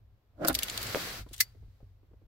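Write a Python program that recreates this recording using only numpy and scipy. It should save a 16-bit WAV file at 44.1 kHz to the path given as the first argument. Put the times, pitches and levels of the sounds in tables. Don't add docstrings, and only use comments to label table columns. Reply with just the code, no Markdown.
import sys
import numpy as np
from scipy import signal
from scipy.fft import rfft, irfft, next_fast_len
from scipy.io import wavfile

SR = 44100
rng = np.random.default_rng(int(sys.argv[2]) if len(sys.argv) > 2 else 0)


def master_out(mix):
    frames = np.transpose(np.atleast_2d(mix))
    ceiling = np.clip(frames, -1, 1)
    pcm = np.round(ceiling * 32767).astype(np.int16)
    wavfile.write(sys.argv[1], SR, pcm)


N = 102841

# t/s, level/dB
WAFER_JOLTS = [(.38, -48), (0.396, -40), (0.412, -32.5), (0.419, -26.5), (0.441, -27), (0.4472, -19.5),
               (0.457, -25.5), (0.477, -30.5), (.483, -18), (.497, -20.5), (.505, -24.5)]
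# t/s, level/dB
PULL_LEVEL = [(.3, -89), (.375, -64.5), (.41, -37), (.455, -30.5), (.47, -39.5), (.51, -31.5),
              (.535, -60.5), (.57, -49.5), (.61, -100)]
# f/Hz, level/dB, T60/s
PANEL_MODES = [(179, -7, 0.16), (262, -7.5, 0.28), (324, -1.5, 0.14), (546.3, -3.5, 0.089),
               (672.4, 0, 0.063), (1055, -8, 0.059), (1418, 6, 0.031), (1790, -6, 0.027)]
# f/Hz, level/dB
GRIND_COLOUR = [(80, -20.5), (170, -11.5), (310, 1), (430, -10.5), (600, 2), (900, -13), (1500, -8.5),
                (2100, -20.5), (4500, -34.5), (9000, -39.5), (16000, -54)]
# f/Hz, left minus right/dB
LOCK_BALANCE = [(150, -0.5), (600, -2), (1400, -8), (2500, -4.5)]
# t/s, level/dB, tilt/(dB per octave), T60 of the crack/s, body f/Hz, sheen f/Hz
RING_CLINKS = [(0.448, -33.5, -3, 0.031, 5000, 13000), (0.468, -40.5, 1, 0.043, 4650, 12100),
               (0.4737, -28.5, 5, 0.089, 4800, 9500), (0.4827, -17, 7, 0.028, 3940, 13500),
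               (0.496, -34, -14.5, 0.078, 4100, 9670), (0.5286, -36, 4, 0.016, 3400, 9730),
               (0.543, -29, 3.5, 0.02, 3360, 8500), (0.5495, -21, 1, 0.03, 4835, 11930),
               (0.5509, -23.5, -1, 0.017, 3560, 12180), (0.5882, -24, -0.5, 0.022, 3250, 11600),
               (0.624, -30, -7, 0.023, 2740, 12000), (0.6314, -23, 2.5, 0.03, 2950, 11900),
               (0.683, -32.5, -7, 0.029, 3400, 12000), (0.6977, -28.5, -2, 0.019, 4400, 7100),
               (0.7763, -24, -3.5, 0.015, 3870, 12400), (0.8154, -35.5, 0.5, 0.029, 4560, 14000),
               (0.828, -33, 4, 0.039, 4500, 14500), (.867, -36.5, -1.5, 0.035, 4600, 7260)]
# f/Hz, level/dB, T60/s
STEEL_MODES = [(2900, -2, 0.022), (3430, -7, 0.012), (3700, -1, 0.029), (4050, -1.5, 0.012),
               (4720, 1, 0.036), (5350, -12, .03), (6140, -5, .035), (6700, -9.5, 0.032),
               (7310, -1.5, 0.036), (9500, 2, 0.031), (11900, -7, .03), (12540, -9.5, 0.034),
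               (13750, -5.5, 0.025)]
# f/Hz, level/dB
STEEL_COLOUR = [(300, -36.5), (1300, -20), (2000, -5), (2800, 1.5), (4700, 1), (6500, -2.5), (9500, -4.5),
                (12200, -3), (16000, -6)]
# t/s, level/dB
CLICK_BLOWS = [(1.4013, -26), (1.404, -16), (1.407, -14.5), (1.4103, -21), (1.4205, -40), (1.4245, -36),
               (1.431, -44)]
# f/Hz, level/dB, T60/s
CLICK_MODES = [(1826, -11, .055), (2040, 0, .045), (2260, -7, .035), (2950, -10, .05), (3700, -12, .045),
               (4346, -5, .05), (4534, -4, .05), (5330, -6, .045), (5880, -4, .05), (7106, -9, .045),
               (11917, -5, .048), (12690, -6, .04), (13870, -6, .035), (15210, -2, .04)]
# f/Hz, level/dB
CLICK_COLOUR = [(200, -45.5), (900, -17), (1400, -6.5), (2200, 2.5), (3050, -8), (4500, 2), (8500, -3.5),
                (13000, 1.5), (16000, -2.5)]
# f/Hz, level/dB, T60/s
AFTER_RING_MODES = [(4670, 0, .2), (5030, -9, .16)]
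# t/s, level/dB
SLIDE_LEVEL = [(.3, -105), (.385, -78), (.43, -60), (.53, -52), (.6, -44.5), (.73, -41.5), (.82, -39.5),
               (1.0, -37), (1.1, -39.5), (1.19, -44), (1.22, -52), (1.25, -69.5), (1.32, -67.5),
               (1.45, -64), (1.56, -76.5), (1.85, -80), (2.0, -89)]
# f/Hz, level/dB
SLIDE_HISS = [(60, -10.5), (250, -9.5), (566, -9.5), (900, -12.5), (1450, -8), (2100, -8.5), (2840, -12.5),
              (4530, -9.5), (6000, -17), (9000, -23.5), (12500, -17.5), (16000, -20.5)]
# t/s, level/dB
SCUFF_LEVEL = [(1.275, -100), (1.29, -58), (1.305, -76), (1.329, -62), (1.336, -45), (1.343, -43),
               (1.358, -56), (1.376, -56), (1.4, -47), (1.42, -100)]
# f/Hz, level/dB
SCUFF_HISS = [(300, -25), (1200, -10.5), (1950, -3), (2350, -10), (2800, 0.5), (3500, 4), (5500, -6),
              (8300, -5), (16000, -9)]
# t/s, level/dB
SCUFF_CATCHES = [(1.3316, -37.5), (1.363, -45.5), (1.3796, -41)]
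# f/Hz, level/dB
CATCH_COLOUR = [(1000, -20), (3000, -9), (5500, 0.5), (8300, -2.5), (16000, -5.5)]
# f/Hz, level/dB
BUMP_COLOUR = [(60, -7), (250, -0.5), (520, 6.5), (900, -7), (1500, -2), (3300, -10.5), (4700, -35.5),
               (16000, -52)]
# t/s, level/dB, T60 of the thud/s, pitch f/Hz
TRIM_KNOCKS = [(.565, -40.5, .05, 480), (.955, -22, 0.025, 496), (0.9619, -24, 0.036, 514),
               (0.9685, -27, 0.031, 506), (1.263, -46.5, 0.063, 475), (1.2645, -50, 0.014, 1000),
               (1.309, -49, 0.063, 343), (1.548, -56, 0.096, 418), (1.625, -60.5, 0.078, 451),
               (1.803, -55.5, 0.061, 595), (1.827, -58, 0.071, 397), (2.031, -58.5, 0.068, 360),
               (2.111, -58.5, 0.088, 350), (2.133, -54.5, 0.05, 470), (2.215, -58.5, 0.1, 342)]
# f/pitch [multiple], level/dB, T60/s
TRIM_MODES = [(.74, -6, 0.017), (1.001, 2, 0.067), (1.4, -5, 0.033)]
# f/pitch [multiple], level/dB
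THUD_COLOUR = [(.15, -14.5), (.5, -2.5), (1, -0.5), (1.7, -12), (3.2, -24.5), (10, -41.5), (30, -57)]
# t/s, level/dB
RUMBLE_LEVEL = [(0, -56.5), (.16, -58.5), (.22, -75.5), (.36, -53.5), (.46, -62), (.51, -41.5), (.66, -55),
                (.85, -47.5), (1.15, -52.5), (1.21, -45), (1.28, -54.5), (1.5, -57.5), (1.66, -51),
                (1.78, -61.5), (1.86, -57.5), (2.0, -61), (2.26, -57)]
# f/Hz, level/dB
RUMBLE_TONE = [(20, -19), (50, 3), (75, -4), (105, 2), (150, -16.5), (250, -30), (600, -51.5),
               (2000, -81.5)]
# t/s, level/dB
HAND_SHIFTS = [(0.5, -49.5), (1.194, -40.5), (1.31, -48), (1.634, -45.5), (1.683, -47.5), (1.83, -41.5)]
# f/Hz, level/dB, T60/s
GRIP_MODES = [(52, -2, 0.22), (99.5, -2, 0.32)]
# f/Hz, level/dB
HUSH_COLOUR = [(30, -1), (150, -7), (400, -7.5), (800, -13), (2000, -21), (4600, -26), (6500, -34.5),
               (10000, -43.5), (12000, -27), (16000, -32.5)]
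# f/Hz, left minus right/dB
PORT_BALANCE = [(100, 0.5), (400, 1), (1500, 0), (4000, -2.5), (6000, 7.5), (8500, 11.5), (11000, -4.5),
                (13000, 0), (16000, 2)]

DULL_HZ, BRIGHT_FROM_S, BRIGHT_TO_S = 810, 0.37, 0.46
LOCK_LAG_S = 0.0002
KEY_SCATTER_DB = 1
FAVOUR_DB, BODY_OCTAVES, SHEEN_OCTAVES = 7.5, 0.22, 0.12
AFTER_RING_S, AFTER_RING_DB = 1.4073, -44
BUMP_S, BUMP_DB = 0.9476, -3
CONTACT_RISE_S = 0.00046
ALIKE_HZ = 822
ROOM_T60_S, ROOM_DB = 0.06, -18
HUSH_DB = -75
TOP_HZ, STOP_S = 15800, 2.27


def lock():
    out = colour(friction(rate=420, rough_db=1.0), GRIND_COLOUR) * curve(PULL_LEVEL)
    for s, db in WAFER_JOLTS:
        panel = undb(-3.0) * ring(PANEL_MODES)
        scrape = undb(-4.5) * crack(GRIND_COLOUR, t60=0.017)
        add(out, s, undb(db) * (panel + scrape))
    dull = signal.sosfilt(signal.butter(2, DULL_HZ, fs=SR, output="sos"), out)
    bite = np.interp(np.arange(N) / SR, [BRIGHT_FROM_S, BRIGHT_TO_S], [0, 1]) ** 2
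    left, right = balance(dull + bite * (out - dull), LOCK_BALANCE)
    return np.array([np.roll(left, int(LOCK_LAG_S * SR)), right])


def key_ring():
    out = np.zeros((2, N))
    mode_hz, mode_db, mode_t60 = np.array(STEEL_MODES).T
    contact_hz, contact_db = np.array(STEEL_COLOUR).T
    grid_hz = np.geomspace(contact_hz[0], contact_hz[-1], 120)
    grid_db = np.interp(np.log(grid_hz), np.log(contact_hz), contact_db)
    for s, db, tilt, t60, body_hz, sheen_hz in RING_CLINKS:
        mode_lift = tilt * np.log2(mode_hz) + favour(mode_hz, body_hz, sheen_hz)
        grid_lift = tilt * np.log2(grid_hz) + favour(grid_hz, body_hz, sheen_hz)
        woken_db = mode_db + mode_lift + KEY_SCATTER_DB * rng.standard_normal(len(mode_hz))
        contact = undb(3) * crack(np.c_[grid_hz, grid_db + grid_lift], t60)
        steel = undb(-2) * ring(np.c_[mode_hz, woken_db, mode_t60])
        add(out, s, undb(db) * (contact + steel))
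    return out


def favour(hz, body_hz, sheen_hz):
    body = np.exp(-(np.log2(hz / body_hz) / BODY_OCTAVES) ** 2)
    sheen = np.exp(-(np.log2(hz / sheen_hz) / SHEEN_OCTAVES) ** 2)
    return FAVOUR_DB * (body + sheen)


def click():
    out = np.zeros((2, N))
    for s, db in CLICK_BLOWS:
        contact = undb(1.0) * crack(CLICK_COLOUR, t60=0.032)
        body = undb(-2.0) * ring(CLICK_MODES)
        add(out, s, undb(db) * (contact + body))
    add(out, AFTER_RING_S, undb(AFTER_RING_DB) * ring(AFTER_RING_MODES))
    return out


def sliding():
    out = colour(friction(rate=2200, rough_db=1.0), SLIDE_HISS) * curve(SLIDE_LEVEL)
    out += colour(friction(rate=300, rough_db=2), SCUFF_HISS) * curve(SCUFF_LEVEL)
    for s, db in SCUFF_CATCHES:
        add(out, s, undb(db) * crack(CATCH_COLOUR, t60=0.025))
    return out


def knocks():
    impulse = np.zeros((2, N))
    add(impulse, BUMP_S, undb(BUMP_DB) * np.ones((2, 1)))
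    out = balance(colour(impulse, BUMP_COLOUR), LOCK_BALANCE)
    for s, db, t60, hz in TRIM_KNOCKS:
        thud = crack([(hz * k, level) for k, level in THUD_COLOUR], t60)
        body = ring([(hz * k, level, length) for k, level, length in TRIM_MODES])
        add(out, s, undb(db) * (undb(-1.0) * thud + undb(-6.5) * body))
    return out


def handling():
    out = unit(colour(noise(N), RUMBLE_TONE)) * curve(RUMBLE_LEVEL)
    for s, db in HAND_SHIFTS:
        add(out, s, undb(db) * ring(GRIP_MODES))
    return out


def cabin(x, size=12000):
    tail = rng.standard_normal((2, size)) * (fade(ROOM_T60_S, size) - fade(0.023, size))
    echoes = signal.fftconvolve(x, unit(tail) / np.sqrt(size), axes=1)[:, :N]
    return x + undb(ROOM_DB) * echoes


def hush():
    return undb(HUSH_DB) * colour(noise(N), HUSH_COLOUR)


def friction(rate, rough_db):
    catch = np.cumsum(rng.random(N) < rate / SR)
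    strength_db = rough_db * rng.standard_normal(N)
    return unit(noise(N) * undb(strength_db[catch]))


def ring(modes, size=12000):
    t, out = np.arange(size) / SR, 0
    for hz, db, t60 in modes:
        phase = rng.standard_normal((2, 1)) * min(hz / ALIKE_HZ / 2, 2)
        detune = 1 + 0.004 * rng.standard_normal()
        out = out + undb(db) * fade(t60, size) * np.sin(2 * np.pi * hz * detune * t + phase)
    return onset(size) * out / np.linalg.norm(undb(np.array(modes)[:, 1]))


def crack(points, t60, size=12000):
    return colour(noise(size) * onset(size) * fade(t60, size), points)


def onset(size):
    return 1 - np.exp(-np.arange(size) / SR / CONTACT_RISE_S)


def fade(t60, size):
    return np.exp(-np.log(1000) * np.arange(size) / SR / max(t60, 1e-3))


def noise(size):
    mid, side = rfft(rng.standard_normal((2, size)))
    alike = 0.93 / (1 + (np.fft.rfftfreq(size, 1 / SR) / ALIKE_HZ) ** 2)
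    mid = mid * np.sqrt((1 + alike) / 2)
    side = side * np.sqrt((1 - alike) / 2)
    return irfft(np.array([mid + side, mid - side]), size)


def colour(x, points, size=8192):
    cepstrum = irfft(np.log(undb(shape(points, size))))
    cepstrum[1:size // 2] *= 2
    cepstrum[size // 2 + 1:] = 0
    h = irfft(np.exp(rfft(cepstrum)))
    return signal.fftconvolve(x, h[None] / np.linalg.norm(h))[:, :x.shape[1]]


def balance(x, points):
    size = 2 * next_fast_len(N)
    gain = undb(np.array([[0.5], [-0.5]]) * shape(points, size))
    return irfft(rfft(x, size) * gain, size)[:, :N]


def shape(points, size):
    hz, db = np.array(points, float).T
    return np.interp(np.log(np.fft.rfftfreq(size, 1 / SR) + 1), np.log(hz), db)


def curve(rows):
    return undb(np.interp(np.arange(N) / SR, *np.array(rows).T))


def undb(db):
    return 10 ** (np.asarray(db) / 20)


def unit(x):
    return x / np.sqrt(np.mean(x ** 2))


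def add(out, s, x):
    i = int(s * SR)
    out[:, i:i + x.shape[1]] += x[:, :N - i]


def scene():
    near = cabin(lock() + key_ring() + click() + knocks() + sliding())
    return near + handling() + hush()


def record(dry):
    size = next_fast_len(N) * 2
    low_pass = 1 / np.sqrt(1 + (np.fft.rfftfreq(size, 1 / SR) / TOP_HZ) ** 300)
    running = np.clip((STOP_S - np.arange(N) / SR) / 0.005, 0, 1)
    return irfft(rfft(balance(dry, PORT_BALANCE), size) * low_pass, size)[:, :N] * running


dry = scene()
out = record(dry)
master_out(out)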